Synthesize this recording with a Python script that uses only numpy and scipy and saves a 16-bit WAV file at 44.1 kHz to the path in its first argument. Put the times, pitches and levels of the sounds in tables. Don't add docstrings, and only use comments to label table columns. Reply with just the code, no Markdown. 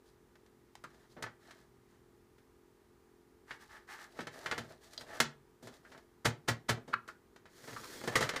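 import sys
import numpy as np
from scipy import signal
from scipy.fft import rfft, irfft
from scipy.io import wavfile

SR = 44100
rng = np.random.default_rng(int(sys.argv[2]) if len(sys.argv) > 2 else 0)


def int16_out(signal):
    q = np.round(np.clip(np.atleast_2d(signal).T, -1, 1) * 32767)
    wavfile.write(sys.argv[1], SR, q.astype(np.int16))


N = 370440
TIME = np.arange(N) / SR
SIZE = 2 ** 14
HZ = np.maximum(np.arange(SIZE // 2 + 1) * SR / SIZE, 1)


def sliding_paper(crinkle_db=-6):
    # (time [s], length [s], rub [dB], hiss [dB re rub], pressure [dB re rub])
    strokes = [(0.041, 0.041, -78, 6, -3), (0.87, .18, -72, -4.5, -4), (1.083, 0.035, -79.5, 11, -4),
               (1.387, 0.23, -70.5, -3, -5), (1.447, 0.046, -64, -6, -1), (1.866, 0.096, -76.5, -5, -14),
               (3.462, 0.074, -56.5, -8.5, -22), (3.584, 0.039, -58.5, -4, -16),
               (3.68, 0.09, -55.5, -9.5, -13), (3.869, 0.076, -49.5, -8.5, -25),
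               (3.956, 0.081, -53, -8, -15), (4.08, .11, -72.5, 2, 7.5), (4.14, 0.074, -58, -7, -5),
               (4.303, 0.23, -57.5, -3.5, 1.5), (4.494, 0.16, -64.5, -3, 3), (4.663, 0.061, -66.5, 0.5, 7),
               (4.798, .07, -66.5, 3, 0), (4.89, 0.064, -67.5, 4.5, 2), (4.968, 0.051, -60.5, -0.5, 7.5),
               (5.054, 0.088, -53.5, -8.5, -1.5), (5.114, 0.049, -51, -6, -3), (5.616, 0.043, -69, 6, 2),
               (5.706, 0.041, -64, -0.5, 1), (5.821, 0.17, -73, 0, 5)]
    # (frequency [Hz], level [dB])
    rub_tone = [(60, -21.5), (300, -15.5), (650, -15.5), (850, 1.5), (1000, -5.5), (1200, 2), (1430, -3),
                (1720, 3), (2400, -10), (3500, -16), (8000, -47.5)]
    # (frequency [Hz], level [dB])
    hiss_tone = [(500, -23), (2500, -6.5), (4000, 0), (6000, -3.5), (9000, -8.5), (15000, -16)]
    # (frequency [Hz], level [dB])
    drone_tone = [(50, -11), (125, 0.5), (180, -13), (300, -0.5), (500, -2.5), (660, 5), (900, -9.5),
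                  (1500, -20), (4000, -43)]
    power = np.zeros((3, N))
    for s, length, db, hiss_db, pressure_db in strokes:
        power += (from_db([[db], [db + hiss_db], [db + pressure_db]]) * stroke(s, length)) ** 2
    rub_level, hiss_level, drone_level = np.sqrt(power)
    rub = colour(rub_level * friction(grain_db=1.4), at_hz(rub_tone) + casing_db() / 2)
    crackle = rms_one(friction(grain_db=1.0, catch_db=0.3) + from_db(crinkle_db) * crinkles())
    hiss = colour(hiss_level * crackle, at_hz(hiss_tone))
    drone = colour(drone_level * friction(grain_db=4.0), at_hz(drone_tone) + casing_db())
    return rub + hiss + drone


def stroke(s, length, attack_s=0.039, release_s=0.035):
    attack = np.clip((TIME - s) / attack_s, 0, 1)
    return attack * np.exp(-np.clip((TIME - s - length) / release_s, 0, 20))


def sheet_snaps():
    # (time [s], level [dB], rise [s], fall [s])
    snaps = [(.05, -80.5, 0.027, .03), (1.099, -70, 0.014, 0.014), (4.977, -34.5, 0.00063, .0035),
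             (5.012, -53.5, 0.0034, 0.0055)]
    # (frequency [Hz], level [dB])
    snap_tone = [(100, -22.5), (1900, -12), (2500, -22), (3300, -0.5), (3700, -6.5), (4050, 6), (4400, -4),
                 (4750, 3.5), (5300, -7), (6500, -12.5), (9000, -26.5), (15000, -34.5)]
    return small_part([(*snap, 1) for snap in snaps], snap_tone, ring_db=-13)


def pats(bounce_lag_s=0.0171, bounce_db=-2, top_db=3, top_hz=10500):
    # (time [s], level [dB])
    slaps = [(6.245, -23), (6.4753, -24.8), (6.683, -24.5)]
    sheen_db = top_db / (1 + (top_hz / HZ) ** 4)
    tone_db = blow_db(weight_db=3.5, treble_db=2) + sheen_db
    out, bounce = np.zeros(N), desk_bounce(upper_db=-1.5)
    for s, db in slaps:
        add(out, s, from_db(db) * strike(rise_s=0.012, fall_s=0.014, ring_db=-13, tone_db=tone_db))
        add(out, s + bounce_lag_s, from_db(db + bounce_db) * bounce)
    return out


def knocks(rise_share=0.23, ring_db=-10):
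    # (time [s], level [dB], fall [s], weight [dB], treble [dB])
    blows = [ (0.354, -57.5, 0.0063, 2, -1), (0.461, -62.5, 0.0053, 1, 7), (.753, -46.5, 0.0027, -11, 7),
             (0.838, -45.5, 0.0066, 16.5, 7), (0.945, -57, 0.0035, 13, 3), (1.1623, -47, 0.028, 17, -14),
             (1.223, -36.5, 0.0097, 0, 4.5), (1.238, -31.5, 0.0038, -18, -32),
             (1.262, -41.5, 0.0072, -6, -23), (1.507, -50, 0.0096, -9, 0.5), (2.381, -63, 0.0084, -4, 0),
             (3.506, -39, 0.012, -21, -14), (4.188, -35, 0.011, 10, -10), (4.203, -43.5, 0.014, -14, -2),
             (4.269, -37.5, 0.0085, 2, -1.5), (4.458, -32, 0.011, -12, -7.5),
             (4.512, -28.5, 0.0063, -17, -5.5), (4.522, -29, 0.0064, -7, -13.5), (4.577, -34, 0.012, 3, 1),
             (4.702, -53.5, 0.018, 9, -5), (4.932, -50, 0.0055, 0, 10), (5.008, -45.5, 0.0085, 3, 4),
             (5.2008, -18, 0.008, -5, 4.5), (5.623, -49.5, 0.022, 33, 12.5), (5.670, -44, 0.012, 18, 6),
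             (5.915, -53, 0.02, 0, -1.5), (5.947, -49, 0.0073, -5, -31), (5.976, -52, 0.0077, 6, 1),
             (6.773, -41, 0.0074, 29, -12), (6.872, -47.5, 0.037, 25, 3.5), (7.075, -50, 0.017, 12, 8),
             (7.36, -51, 0.0074, 7.5, 0.5), (7.453, -54, 0.016, 3, -5), (7.638, -48.5, 0.0061, 9, -12),
             (7.671, -46, 0.036, 10, -1), (7.73, -45, .005, -2, -2), (8.013, -41.5, 0.0063, 12, -10),
             (8.036, -39, 0.014, 20, 5.5), (8.074, -29, .011, 21, 5), (8.109, -41.5, 0.073, 10, -10),
             (8.1537, -25.5, .015, 3.5, 7), (8.202, -30, 0.03, 12, 4.5), (8.223, -31, 0.013, -10, -2.5),
             (8.29, -29, 0.0079, -11, 1.5), (8.333, -37.5, 0.019, 10, -4), (8.359, -33.5, 0.012, -9, 0.5)]
    out = np.zeros(N)
    for s, db, fall_s, weight_db, treble_db in blows:
        knock = strike(rise_share * fall_s, fall_s, ring_db, blow_db(weight_db, treble_db))
        add(out, s, from_db(db) * knock)
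    return out


def panel_taps():
    # (time [s], level [dB], rise [s], fall [s], pitch of the spot struck [ratio])
    taps = [(.753, -48, .0011, 0.0029, .69), (.841, -43.5, 0.00099, 0.013, 0.95),
            (5.848, -54.5, 0.0019, 0.015, 1.14), (6.926, -22.5, .0145, 0.0035, 0.98),
            (7.085, -40.5, 0.0019, 0.01, 1.04), (7.761, -38, 0.0038, 0.0085, .94),
            (7.833, -46.5, 0.0038, 0.013, 0.9)]
    # (frequency [Hz], level [dB])
    panel_tone = [(60, -23), (450, -22), (750, -26.5), (1000, -7.5), (1170, -2.5), (1390, 3), (1500, -6),
                  (1680, -4.5), (2100, -14.5), (2650, -17.5), (3500, -29), (4300, -23.5), (5500, -39),
                  (15000, -54)]
    return small_part(taps, panel_tone, ring_db=-14.5)


def rails(push_at_s=7.481, speed_up_s=0.37, run_s=0.12, brake_s=0.42, grit_db=-7, shift_db=4):
    # (frequency [Hz], level [dB])
    hiss_tone = [(100, -13), (700, -6.5), (1300, -1), (2000, 0), (2700, -6.5), (4400, 0), (8000, -5.5),
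                 (15000, -12.5)]
    # (frequency [Hz], level [dB])
    judder_tone = [(30, -12), (70, -11), (125, -2.5), (190, -6.5), (420, -1), (800, -12), (2000, -13),
                   (6000, -60)]
    # (frequency [Hz], width [Hz], level [dB])
    resonances = [(3340, 120, 0), (4350, 120, -2), (5500, 140, -3), (5940, 140, -6), (6650, 180, 2)]
    corners_s = push_at_s + np.cumsum([0, speed_up_s, run_s, brake_s])
    speed = np.interp(TIME, corners_s, [0, 1, 1, 0])
    scrape = from_db(-50) * speed
    grit = rms_one(friction(grain_db=1.0, catch_db=1.5) + from_db(grit_db) * crinkles(per_s=220))
    hiss = colour(scrape * grit, at_hz(hiss_tone) + casing_db() / 2)
    judder = colour(scrape * friction(grain_db=1.5, catch_db=-0.5), at_hz(judder_tone) + casing_db())
    rings = 0
    for hz, width, db in resonances:
        ring = signal.lfilter(*signal.iirpeak(hz, hz / width, SR), rng.standard_normal(N))
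        rings += from_db(db) * rms_one(ring * from_db(shift_db * drift(14)))
    return from_db(-2.5) * hiss + from_db(-5) * judder + from_db(-18) * scrape * rings


def tray_catches(rise_s=0.0017, fall_s=0.0083):
    # (time [s], level [dB], pitch [ratio])
    clacks = [(8.079, -34.5, 0.93), (8.154, -20.5, 1), (8.224, -33, 1), (8.291, -33.5, 0.98),
              (8.362, -33, 0.99)]
    # (frequency [Hz], level [dB])
    clack_tone = [(100, -17), (380, -17.5), (520, -4), (800, -45), (1200, -4), (1550, -33), (1780, -2),
                  (1900, -2.5), (2060, -7.5), (2400, -20), (6000, -27.5), (15000, -50)]
    taps = [(s, db, rise_s, fall_s, pitch) for s, db, pitch in clacks]
    return small_part(taps, clack_tone, ring_db=-8.5)


def desk_thumps():
    # (time [s], level [dB], lift of the upper modes [dB])
    shoves = [(1.228, -45, -12), (4.193, -47, 10), (4.584, -41, 5), (5.208, -46.5, 18.5), (5.634, -51, 11),
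              (6.942, -47, 5.5), (7.72, -45, -6), (8.081, -42, 2), (8.158, -36, 8), (8.224, -35, -14)]
    out = np.zeros(N)
    for s, db, upper_db in shoves:
        add(out, s, from_db(db) * desk_bounce(upper_db))
    return out


def desk_bounce(upper_db, press_s=0.015, upper_hz=200):
    # (frequency [Hz], level [dB], t60 [s])
    modes = [(78, -9.5, 0.16), (116.4, 3, 0.18), (156, -12, 0.29), (230.5, -6, 0.21), (375, -14, 0.21),
             (480.4, -13, 0.074)]
    t = TIME[:SIZE]
    bounce = sum(from_db(db + upper_db * (hz > upper_hz) - 60 * t / t60) * np.sin(2 * np.pi * hz * t)
                 for hz, db, t60 in modes)
    return bounce * (1 - np.exp(-t / press_s))


def small_part(taps, tone, ring_db):
    out = np.zeros(N)
    for s, db, rise_s, fall_s, pitch in taps:
        add(out, s, from_db(db) * strike(rise_s, fall_s, ring_db, at_hz(tone, HZ / pitch)))
    return out


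def strike(rise_s, fall_s, ring_db, tone_db):
    force = contact(rise_s, fall_s, ring_db)
    bins = np.arange(len(HZ))
    reach = 12 + 0.09 * bins
    low, high = np.maximum(bins - reach, 0), np.minimum(bins + reach, bins[-1])
    running_power = np.cumsum(np.abs(rfft(force)) ** 2)
    band_power = (np.interp(high, bins, running_power) - np.interp(low, bins, running_power)) / (high - low)
    sound = colour(force, tone_db - 10 * np.log10(band_power + 1e-12))
    return sound * np.linalg.norm(force) / np.linalg.norm(sound)


def contact(rise_s, fall_s, ring_db, uneven_db=1.5, swell_db=12):
    t = TIME[:SIZE]
    landed = np.minimum(t / rise_s, 1)
    swell = landed * from_db(swell_db * (landed - 1))
    decay = np.exp(-np.maximum(t - rise_s, 0) / fall_s)
    grains = rms_one(rng.choice([-1, 1], SIZE) * from_db(uneven_db * rng.standard_normal(SIZE)))
    impacts = grains * swell * decay
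    return impacts + from_db(ring_db) * signal.fftconvolve(impacts, tail())[:SIZE]


def friction(grain_db, catch_db=0.0):
    return rms_one(rng.standard_normal(N) * from_db(grain_db * drift(200) + catch_db * drift(35)))


def crinkles(per_s=45, size_db=0.5, fall_s=0.0012):
    flicks = (rng.random(N) < per_s / SR) * from_db(size_db * np.clip(rng.standard_normal(N), -2, 2))
    bursts = signal.lfilter([1], [1, -np.exp(-1 / (fall_s * SR))], flicks + 1e-18)
    return rms_one(bursts * rng.standard_normal(N))


def blow_db(weight_db, treble_db, bass_hz=(110, 330), low_mid_hz=600, treble_hz=(2800, 8000)):
    # (frequency [Hz], level [dB])
    blow_tone = [(30, -15.5), (70, -12.5), (150, 3.5), (195, -7), (260, -4.5), (500, -2.5), (800, -3),
                 (1400, 0), (2100, -3), (2500, -6.5), (4000, -7), (7000, -14), (10000, -21.5), (15000, -31)]
    bass = 1 / (1 + (bass_hz[0] / HZ) ** 2) / (1 + (HZ / bass_hz[1]) ** 4)
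    low_mid = 0.48 * np.exp(-(np.log2(HZ / low_mid_hz) / 0.9) ** 2)
    treble = 0.53 * np.log2((1 + (HZ / treble_hz[0]) ** 2) / (1 + (HZ / treble_hz[1]) ** 2))
    return at_hz(blow_tone) + casing_db() + weight_db * (bass + low_mid) + treble_db * treble


def casing_db():
    # (frequency [Hz], width [Hz], lift [dB])
    resonances = [(243.3, 45, 7), (365, 110, 3), (475, 66, 5), (634, 53, 4.5), (860, 120, 3),
                  (1335, 74, 3.5), (1543, 70, 5), (1736, 90, 5.5), (1922, 91, 4.5), (2130, 120, 3.5),
                  (2770, 56, -4), (3130, 89, 3), (3550, 90, -2), (4000, 120, 0), (5370, 180, -0.5),
                  (6650, 270, 1)]
    return sum(lift_db / (1 + (2 * (HZ - hz) / width) ** 2) for hz, width, lift_db in resonances)


def tail(build_s=0.0025):
    # (frequency [Hz], t60 [s])
    ring_times = [(100, 0.51), (400, 0.27), (1500, 0.23), (4000, 0.22), (14000, 0.087)]
    t, out = TIME[:SIZE], 0
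    edges_hz = np.geomspace(50, 16000, 9)
    for low, high in zip(edges_hz, edges_hz[1:]):
        bandpass = signal.butter(2, [low, high], "band", fs=SR, output="sos")
        band = signal.sosfilt(bandpass, rng.standard_normal(SIZE))
        out += band * from_db(-60 * t / at_hz(ring_times, np.sqrt(low * high)))
    out *= 1 - np.exp(-t / build_s)
    return out / np.linalg.norm(out)


def fan(turn_hz=43.65, wander=0.001145, comb_db=-76, flutter_db=1.0, scatter_rad=0.66, air_db=-68.5):
    # (order [multiple of the turning rate], level [dB])
    harmonics = [(5, -4.5), (6, -2), (7, -20), (8, 3), (9, 1), (10, -1), (14, -19.5), (16, -22.5),
                 (18, -14), (19, -13), (20, -21), (21, -22.5), (22, -12), (24, -25), (25, -25.5),
                 (26, -20.5), (27, -27), (28, -12)]
    # (frequency [Hz], level [dB])
    hum_partials = [(123.8, -80), (185.5, -85), (247.5, -87)]
    # (time [s], gain [dB])
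    hum_fader = [(0, -5), (.7, 2), (2.42, 4.5), (2.47, -11), (8.4, -12.5)]
    # (frequency [Hz], level [dB])
    air_tone = [(15, -26.5), (30, -7), (48, 3), (100, 0), (220, -4), (330, -2), (455, -2.5), (560, -12.5),
                (720, -12.5), (950, -11), (1900, -15.5), (2600, -22), (7000, -25.5), (15000, -29)]
    angle = 2 * np.pi * np.cumsum(turn_hz * (1 + wander * drift(2))) / SR
    comb = 0
    for order, db in harmonics:
        level = from_db(comb_db + db + flutter_db * drift(7.5))
        comb += level * np.cos(order * angle + scatter_rad * rng.normal())
    hum = sum(from_db(db) * np.cos(2 * np.pi * hz * TIME + 0.93 * drift(4.4)) for hz, db in hum_partials)
    hum *= from_db(np.interp(TIME, *np.transpose(hum_fader)))
    air = from_db(air_db) * colour(rng.standard_normal(N), at_hz(air_tone))
    return np.sqrt(2) * (comb + hum) + air


def colour(x, curve_db):
    cepstrum = irfft(np.log(from_db(curve_db)))
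    cepstrum[1:SIZE // 2] *= 2
    cepstrum[SIZE // 2 + 1:] = 0
    response = irfft(np.exp(rfft(cepstrum)))[:SIZE // 4]
    return signal.fftconvolve(x, response / np.linalg.norm(response))[:len(x)]


def drift(per_s):
    knots = rng.standard_normal(2000)
    return np.interp(TIME * per_s, np.arange(len(knots)), knots)


def at_hz(points, hz=HZ):
    frequencies, values = np.transpose(points)
    return np.interp(np.log(hz), np.log(frequencies), values)


def add(out, s, sound):
    start = int(s * SR)
    out[start:start + len(sound)] += sound[:N - start]


def from_db(db):
    return 10 ** (np.asarray(db) / 20)


def rms_one(x):
    return x / np.sqrt(np.mean(x ** 2) + 1e-20)


def scene():
    clicks = panel_taps() + sheet_snaps() + tray_catches()
    background = fan()
    hits = knocks() + pats() + desk_thumps()
    slides = sliding_paper() + rails()
    return (slides + hits + clicks + background)[None]


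def record(dry):
    cutoff_hz = 15500
    return signal.sosfilt(signal.ellip(12, 0.1, 70, cutoff_hz, fs=SR, output="sos"), dry)


dry = scene()
out = record(dry)
int16_out(out)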